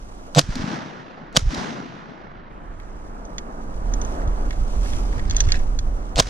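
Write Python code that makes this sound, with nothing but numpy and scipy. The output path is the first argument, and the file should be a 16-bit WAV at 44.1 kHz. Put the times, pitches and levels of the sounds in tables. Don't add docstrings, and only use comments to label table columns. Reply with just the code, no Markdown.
import sys
import numpy as np
from scipy import signal
from scipy.fft import rfft, irfft, next_fast_len
from scipy.io import wavfile
from scipy.ndimage import uniform_filter1d, map_coordinates

SR = 44100
rng = np.random.default_rng(int(sys.argv[2]) if len(sys.argv) > 2 else 0)


def dump(signal):
    limited = np.clip(np.atleast_2d(signal).T, -1, 1)
    pcm = np.round(limited * 32767).astype(np.int16)
    wavfile.write(sys.argv[1], SR, pcm)


N = 277389
TIME = np.arange(N) / SR

# blast_s, blast_db, water copy later_s, water_db, first tick_db, last pulse before the blast_db,
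# growth per pulse_db, loudest run-up low tone_db, growth per low tone_db
SHOT_TABLE = [(.3870, -5, 0.0042, -3, -20, -12.5, 3, -1, 5),
              (1.365, -6.5, .004, -3.5, -46, -22, 7.5, -10, 13),
              (6.1964, -7, .0026, -4, -22, -12.5, 3.5, -3.5, 6)]
# pitch_hz, left leads right by angle_radians
AIR_PHASE = [(340, 0), (860, -2.1), (1720, -4.2), (4050, -3.7), (5770, -2.7), (9730, -5.1), (11200, -6.4)]
# pitch_hz, left minus right_db
PORT_TILT = [(60, -3.5), (110, 2), (200, 1.5), (380, 6), (700, 3), (1290, -6), (2380, -1), (4400, -1.5),
             (8120, -5), (15000, -1.5)]


def amp(db):
    return 10 ** (np.asarray(db) / 20)


def unit(x):
    return x / np.sqrt(np.mean(x ** 2) + 1e-20)


def along(points, hz):
    point_hz, value = np.transpose(points)
    return np.interp(np.log(hz + 1), np.log(point_hz + 1), value)


def level(spans, column=1):
    s, db = np.concatenate(spans)[:, [0, column]].T
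    inside_s = [np.minimum(TIME - rows[0][0], rows[-1][0] - TIME) for rows in spans]
    gate = np.clip(np.max(inside_s, 0) * 100 + 1, 0, 1)
    return gate * amp(np.interp(TIME, s, db))


def wobble(rate):
    return map_coordinates(rng.standard_normal(int(N * rate / SR) + 4), [TIME * rate])


def filtered(x, response):
    length = next_fast_len(x.shape[-1] + 8192)
    spectrum = rfft(x, length) * response(np.fft.rfftfreq(length, 1 / SR))
    return irfft(spectrum, length)[..., :x.shape[-1]]


def ports(turn, lean):
    sign = np.array([[.5], [-.5]])
    return lambda hz: amp(sign * along(lean, hz)) * np.exp(1j * sign * along(turn, hz))


def rush(spectrum, turn, apart, patchy_db):
    cells = signal.stft(rng.standard_normal((2, N)), nperseg=512)[2]
    patches = uniform_filter1d(rng.standard_normal(cells.shape[1:]), 6, 0)
    patches = unit(uniform_filter1d(patches, 8, 1))
    middle, side = signal.istft(cells * amp(patchy_db * patches), nperseg=512)[1][:, :N]
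    pair = np.array([middle + apart * side, middle - apart * side])
    pair = filtered(pair, lambda hz: amp(along(spectrum, hz)) * ports(turn, PORT_TILT)(hz))
    return pair / np.std(pair.mean(0))


def add(out, s, sound):
    part = out[:, round(s * SR):][:, :sound.shape[-1]]
    part += sound[..., :part.shape[1]]


def ring(modes, t, spread_db, attack):
    tones = 0
    for hz, t60, db in modes:
        strength = amp(db + spread_db * rng.normal() - 60 * t / t60)
        tones = tones + strength * np.sin(2 * np.pi * hz * t)
    return tones * (1 - np.exp(-t / attack))


def puff(colour_db, envelope, apart):
    middle, side = filtered(rng.standard_normal((2, len(envelope))), lambda hz: amp(colour_db(hz)))
    return unit(np.array([middle + apart * side, middle - apart * side])) * envelope


def low_gain():
    # time_s, level_db (before the throb)
    wind_levels = [(0, -35), (.34, -42.5), (.42, -42), (.6, -30), (.706, -58), (1.056, -57), (1.34, -46),
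                   (1.39, -29), (1.59, -51), (1.64, -55), (2.18, -52), (2.26, -42.5), (2.64, -40.5),
                   (2.68, -34), (3.59, -36), (3.92, -20), (4.12, -25), (4.3, -22), (5.2, -20), (5.46, -15),
                   (5.72, -20), (5.94, -20), (6, -26), (6.2, -30.5), (6.29, -39)]
    # time_s, level_db
    shudders = [(.494, -26.5), (1.475, -20.5)]
    throb_hz, throb_top_s, throb_db = 5.9, 4.62, 3.5
    throb_mid_s, throb_half_s, shudder_s = 4.62, 0.38, .03
    depth_db = throb_db * np.exp(-((TIME - throb_mid_s) / throb_half_s) ** 4)
    throb = depth_db * np.cos(2 * np.pi * throb_hz * (TIME - throb_top_s))
    wind = amp(np.interp(TIME, *np.transpose(wind_levels)) + throb)
    return wind + sum(amp(db) * np.exp(-((TIME - s) / shudder_s) ** 2) for s, db in shudders)


def air():
    # pitch_hz, strength_db (per Hz)
    buffet_tone = [(8.8, -25.5), (15, 7), (25, 0), (34, 5), (44, 0), (65, -13), (101, -14.5), (140, -32),
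                   (200, -42), (260, -57.5), (440, -120)]
    # pitch_hz, strength_db (per Hz)
    rush_tone = [(65, -4), (110, -12), (200, 1.5), (400, -7), (700, -6), (1200, -9), (2000, -24.5),
                 (3000, -37.5), (5000, -60.5)]
    # pitch_hz, strength_db (per Hz)
    cloth_tone = [(1180, -30.5), (2000, -1), (3070, -1.5), (3460, -3), (4970, -3), (5930, 0),
                  (10100, -12.5), (13000, -24.5), (15000, -44.5)]
    # time_s, wind rush_db, rustle_db (before the random wobble)
    air_levels = [
        [(0, -44.5, -62), (.345, -44, -62)],
        [(2.5, -53.5, -80), (2.75, -55.5, -71), (2.88, -47.5, -67), (3.27, -40.5, -66), (3.7, -39, -63),
         (4.12, -32.5, -54.5), (4.26, -33.5, -59.5), (4.54, -38, -57.5), (4.78, -37, -53), (4.9, -35.5, -47),
         (5.26, -37, -59.5), (5.58, -37.5, -57), (5.78, -40.5, -60), (6.16, -39.5, -62)],
    ]
    buffet = rush(buffet_tone, AIR_PHASE, apart=.1, patchy_db=0)
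    swing = np.sqrt(np.abs(uniform_filter1d(buffet.mean(0) ** 2, size=SR // 20)))
    buffet = unit(buffet / (swing + .2) ** .7)
    passing = amp(.8 * wobble(25)) * rush(rush_tone, AIR_PHASE, apart=.35, patchy_db=.8)
    grains = amp(.8 * wobble(30) + 1.5 * wobble(300))
    rustle = grains * rush(cloth_tone, AIR_PHASE, apart=.45, patchy_db=.8)
    return low_gain() * buffet + level(air_levels) * passing + level(air_levels, column=2) * rustle


def absorbed(x, treble_db):
    hz, t, cells = signal.stft(x, SR, nperseg=512)
    share = np.clip((hz / 1000) ** 1.12 - 1, 0, 9)[:, None] / 4
    return signal.istft(cells * amp(share * np.interp(t, TIME, treble_db)), nperseg=512)[1][:, :N]


def return_power(top_s, rise_s, t60):
    u = TIME - top_s
    return np.where(u < 0, np.exp(-(u / rise_s) ** 2), amp(-120 * np.maximum(u, 0) / t60))


def answer():
    # near brush_db, near bank after the blast_s, near bank_db,
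    # far bank after the blast_s, far bank_db, woods_db
    bank_table = [(-41, 0.22, -39.5, 0.35, -35, -43.5), (-40, 0.24, -34.5, .36, -40.5, -43.5),
                  (-44, 0.15, -36.5, .3, -38, -52)]
    brush_t60, bank_t60, woods_t60 = 0.24, 0.82, 15
    brush_rise_s, bank_rise_s, woods_rise_s = 0.0056, 0.056, .06
    start_db, early_db, early_s, db_per_s = 7, 7, .05, -17
    gain, treble_db = np.zeros(N), np.zeros(N)
    for shot, (brush_db, near_s, near_db, far_s, far_db, woods_db) in zip(SHOT_TABLE, bank_table):
        s = shot[0]
        power = amp(2 * brush_db) * return_power(s + .02, brush_rise_s, brush_t60)
        power += amp(2 * near_db) * return_power(s + near_s, bank_rise_s, bank_t60)
        power += amp(2 * far_db) * return_power(s + far_s, bank_rise_s, bank_t60)
        power += amp(2 * woods_db) * return_power(s + 0.16, woods_rise_s, woods_t60)
        u = np.maximum(TIME - s, 0)
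        gain = np.where(TIME > s, np.sqrt(power), gain)
        shot_treble_db = start_db + early_db * np.exp(-u / early_s) + db_per_s * u
        treble_db = np.where(TIME > s, shot_treble_db, treble_db)
    return gain, treble_db


def banks():
    # pitch_hz, strength_db (per Hz)
    scatter_tone = [(29, -65.5), (50, -34), (65, -33), (82, -11), (160, 1), (322, -3), (456, -7.5),
                    (677, -7), (875, -5), (1720, -10.5), (2380, -17), (5890, -24.5), (13000, -64)]
    # pitch_hz, left leads right by angle_radians
    echo_phase = [(340, 0), (690, -1), (1720, -5.4), (2930, -6.4), (6400, -6.5), (7700, -3.6),
                  (10000, -6.2)]
    # time_s, pitch_hz, level_db
    trunk_booms = [(0.566, 232, -21), (.598, 267, -24.5), (0.621, 192, -25), (0.644, 174, -17.5),
                   (.665, 230, -24), (.683, 204, -20), (.711, 240, -25), (0.739, 283, -23),
                   (0.786, 225, -26), (1.537, 263, -22.5), (1.56, 242, -26), (1.619, 226, -25.5)]
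    boom_half_s, boom_hz, small_boom_db = 0.005, 236, 9
    gain, treble_db = answer()
    scatter = absorbed(rush(scatter_tone, echo_phase, apart=0.58, patchy_db=0.95), treble_db)
    grain = amp(4 + .8 * wobble(60) + 1.3 * wobble(250))
    out = gain * grain * scatter
    sounds = [(s, hz, amp(db)) for s, hz, db in trunk_booms]
    for shot in SHOT_TABLE[:2]:
        when, pitch, size = rng.random((10, 3)).T
        s = shot[0] + .17 + .35 * when
        strength = gain[(s * SR).astype(int)] * amp(small_boom_db - 7.5 * size)
        sounds += zip(s, boom_hz * (.8 + .4 * pitch), strength)
    t = np.arange(SR // 16) / SR - 1 / 32
    for s, hz, strength in sounds:
        boom = np.exp(-(t / boom_half_s) ** 2) * np.sin(2 * np.pi * (hz * t + rng.random()))
        add(out, s + t[0], strength * boom * amp([[2], [-2]]))
    return out


def clicks():
    # time_s, level_db, pitch that rings most_hz
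    click_table = [(2.7995, -31.5, 2200), (3.2514, -36.5, 6400), (3.382, -16, 3410), (3.937, -20.5, 5600),
                   (4.015, -23, 6000), (4.049, -28.5, 5900), (4.2175, -29, 1400), (4.2755, -33.5, 3500),
                   (4.507, -20, 2280), (4.529, -25, 1700), (4.859, -24, 1400), (4.933, -24.5, 2800),
                   (5.128, -27.5, 1900), (5.181, -26.5, 2200), (5.1943, -23, 1900), (5.2978, -20.5, 4500),
                   (5.309, -15, 4400), (5.347, -24, 2660), (5.3656, -12, 6300), (5.3815, -25.5, 3500),
                   (5.404, -6, 6060), (5.4385, -28, 4550), (5.4693, -34, 4440), (5.488, -17.5, 2200),
                   (5.504, -24.5, 2800), (5.5201, -5.5, 4400), (5.5423, -17, 1700), (5.5675, -28.5, 2800),
                   (5.5972, -30, 2220), (5.7892, -19, 4900)]
    # pitch_hz, time to fade by 60 dB_s, relative strength_db
    steel_modes = [(1726, 0.022, -1.5), (1900, 0.036, -7), (2174, 0.068, -14), (2670, 0.011, -8),
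                   (3433, 0.022, -3.5), (4400, 0.011, -2), (6000, 0.039, -5), (6400, 0.017, 2.5)]
    # pitch_hz, strength_db (per Hz)
    snap_tone = [(760, -33), (1300, -8.5), (1710, -2), (2480, -8.5), (5450, -7.5), (6420, -15), (7710, -15),
                 (13000, -63), (15000, -43)]
    # time_s, level_db
    scrape_levels = [
        [(5.08, -55), (5.3, -51), (5.36, -43.5), (5.56, -39), (5.62, -61)],
    ]
    rattle_start_s, rattle_end_s, rattle_db, rattle_hz = 5.3, 5.6, -29.5, 3000
    snap_t60 = .036
    out, t = np.zeros((2, N)), np.arange(SR // 8) / SR
    when, size, pitch = rng.random((10, 3)).T
    small = zip(rattle_start_s + (rattle_end_s - rattle_start_s) * when,
                rattle_db + 8 * (size - .5), rattle_hz * 4 ** (pitch - .5))
    rise = 1 - np.exp(-t / 0.00024)
    for s, db, struck_hz in [*click_table, *small]:
        near = lambda hz: -np.abs(np.log2((hz + 1) / struck_hz))
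        tick_colour = lambda hz: along(snap_tone, np.minimum(hz, 7000)) - hz / 900
        tick = puff(tick_colour, rise * amp(-12.5 - 60 * t / .012), apart=1.0)
        snap_colour = lambda hz: along(snap_tone, hz) + 7 * near(hz)
        snap = puff(snap_colour, rise * amp(-14 - 60 * t / snap_t60), apart=.4)
        modes = [(hz, t60, mode_db + 11 * near(hz)) for hz, t60, mode_db in steel_modes]
        steel = amp(-1) * ring(modes, t, spread_db=2.5, attack=.0005)
        add(out, s, amp(db) * (tick + snap + steel))
    grains = amp(3 * wobble(90) + 2.5 * wobble(400))
    scrape = level(scrape_levels) * unit(grains * rush(snap_tone, AIR_PHASE, apart=1.0, patchy_db=-3.5))
    return filtered(out, ports(AIR_PHASE, PORT_TILT)) + scrape


def parts():
    # after the blast_s, crack against the blast_db, low tone_db, swell_s
    near_returns = [(.0075, -11, -11, .002), (.025, -24, -43.5, .003)]
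    # time_s, crack_db, low tone_db
    slams = [(0.553, -30, -38), (1.544, -28.5, -31), (6.268, -35, -31)]
    tick_s, bounce_s, bounce_db = .0388, .0055, -6
    pulse_s, pulse_swell_s, pulse_dull_db = .00505, 0.0024, 3
    between_db, last_low_db = -4.5, -3
    blast_swell_s, water_swell_s, blast_dull_db, water_dull_db = .0009, 0.0015, 0.5, 0.5
    no_tone_db = -99
    rows = [(s, db, low_db, .003, 1) for s, db, low_db in slams]
    for s, db, later_s, water_db, tick_db, pulse_db, grows_db, low_db, low_grows_db in SHOT_TABLE:
        rows.append((s - tick_s, tick_db, no_tone_db, .0012, 0))
        rows.append((s - tick_s + bounce_s, tick_db + bounce_db, no_tone_db, .0012, 0))
        rows.append((s, db, no_tone_db, blast_swell_s, blast_dull_db))
        rows.append((s + later_s, water_db, low_db + last_low_db, water_swell_s, water_dull_db))
        for after_s, re_db, return_low_db, swell_s in near_returns:
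            rows.append((s + after_s, db + re_db, return_low_db, swell_s, 2))
        for k in range(6):
            has_tone = k % 2 == 0
            crack_db = pulse_db - grows_db * k + (0 if has_tone else between_db)
            low_tone_db = low_db - low_grows_db * k / 2 if has_tone else no_tone_db
            rows.append((s + later_s - pulse_s * (k + 2), crack_db, low_tone_db, pulse_swell_s, pulse_dull_db))
    return rows


def blasts():
    # pitch_hz, strength_db (per Hz)
    crack_tone = [(530, -25.5), (900, -13.5), (1170, 5), (1450, -2.5), (2050, -11.5), (3940, -2.5),
                  (4490, -4), (7230, -7.5), (7580, -13.5), (8240, -17.5), (9850, -17.5), (10700, -25),
                  (13600, -31), (15500, -35)]
    # pitch_hz, time to fade by 60 dB_s, relative strength_db
    low_modes = [(290, 0.03, -8.5), (534, 0.018, -0.5), (647, 0.017, -0.5), (706, 0.018, -15.5)]
    # pitch_hz, left leads right by angle_radians
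    blast_phase = [(600, 0), (1200, -3.1), (2600, -6.3), (7500, -6.3), (9500, -4), (11000, -5.8),
                   (12700, -4.2)]
    cracks, low_tones, t = np.zeros((2, N)), np.zeros((2, N)), np.arange(SR // 10) / SR
    for s, db, low_tone_db, swell_s, dull_db in parts():
        u = t / swell_s
        colour_db = lambda hz: along(crack_tone, hz) - dull_db * np.log2(np.maximum(hz / 3000, 1))
        hump = (np.e * u * np.exp(-u)) ** 2
        near_scatter = amp(-19 - 60 * t / .05) * (1 - np.exp(-u))
        add(cracks, s, amp(db) * puff(colour_db, hump + near_scatter, apart=0.3))
        low_tone = ring(low_modes, t, spread_db=3.0, attack=0.0012)
        add(low_tones, s, amp(low_tone_db) * low_tone * amp([[-1.5], [1.5]]))
    return low_tones + filtered(cracks, ports(blast_phase, [(1000, -1.9), (3000, -0.028)]))


def mount_swing():
    # top of the swell_s, pitch_hz, level_db, rise_s, time to fade by 60 dB_s
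    swings = [(.382, 147.6, -5.5, 0.0097, 0.073), (1.376, 151, -10.5, 0.0036, 0.022),
              (6.197, 140.6, -14.5, 0.0086, 0.036)]
    out = np.zeros((2, N))
    for s, hz, db, rise_s, t60 in swings:
        u = np.clip(TIME - s, -.2, .3)
        envelope = np.where(u < 0, np.exp(-.5 * (u / rise_s) ** 2), amp(-60 * u / t60))
        out += amp(db) * envelope * np.sin(2 * np.pi * hz * u) * amp([[-1.5], [1.5]])
    return out


def high_whine():
    # start_s, end_s, pitch_hz, level_db (before the random wobble)
    whines = [(.36, .383, 7810, -30.5), (1.346, 1.378, 7920, -41.5), (6.173, 6.209, 8180, -31.5)]
    out = np.zeros((2, N))
    for start, end, hz, db in whines:
        gate = np.clip(np.minimum((TIME - start) / 0.01, (end - TIME) / .003), 0, 1)
        tone = gate * amp(db + 3 * wobble(120)) * np.sin(2 * np.pi * hz * TIME)
        out += tone * amp([[2], [-2]])
    return out


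def thumps():
    # time_s, pitch_hz, level_db, direction (push +1, pull -1)
    pushes = [(.44, 70, -25, -1), (0.492, 128, -16.5, -1), (.502, 37.2, -22, 1), (0.6, 75, -21, 1),
              (1.428, 69.5, -17.5, 1), (1.45, 38.4, -21, -1), (1.458, 73, -19, 1), (1.47, 85, -20, -1),
              (1.478, 39.5, -16.5, 1), (1.582, 59.6, -26, -1), (4.277, 58.6, -13, -1),
              (5.478, 69.5, -11, 1), (6.164, 35.4, -15, 1), (6.21, 60.4, -18.5, 1), (6.26, 60, -25, 1),
              (6.272, 61.4, -23, -1)]
    out = np.zeros((2, N))
    for s, hz, db, way in pushes:
        u = (TIME - s) * hz * np.pi
        out += np.sign(way) * amp(db) * (1 - 2 * u ** 2) * np.exp(-u ** 2)
    return out


def shots():
    return blasts() + mount_swing() + high_whine() + thumps()


def scene():
    return air() + banks() + clicks() + shots()


def record(dry):
    top_hz = 15650
    clipped = dry / (1 + np.abs(dry / .98) ** 6) ** (1 / 6)
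    return filtered(clipped, lambda hz: hz < top_hz)


dry = scene()
out = record(dry)
dump(out)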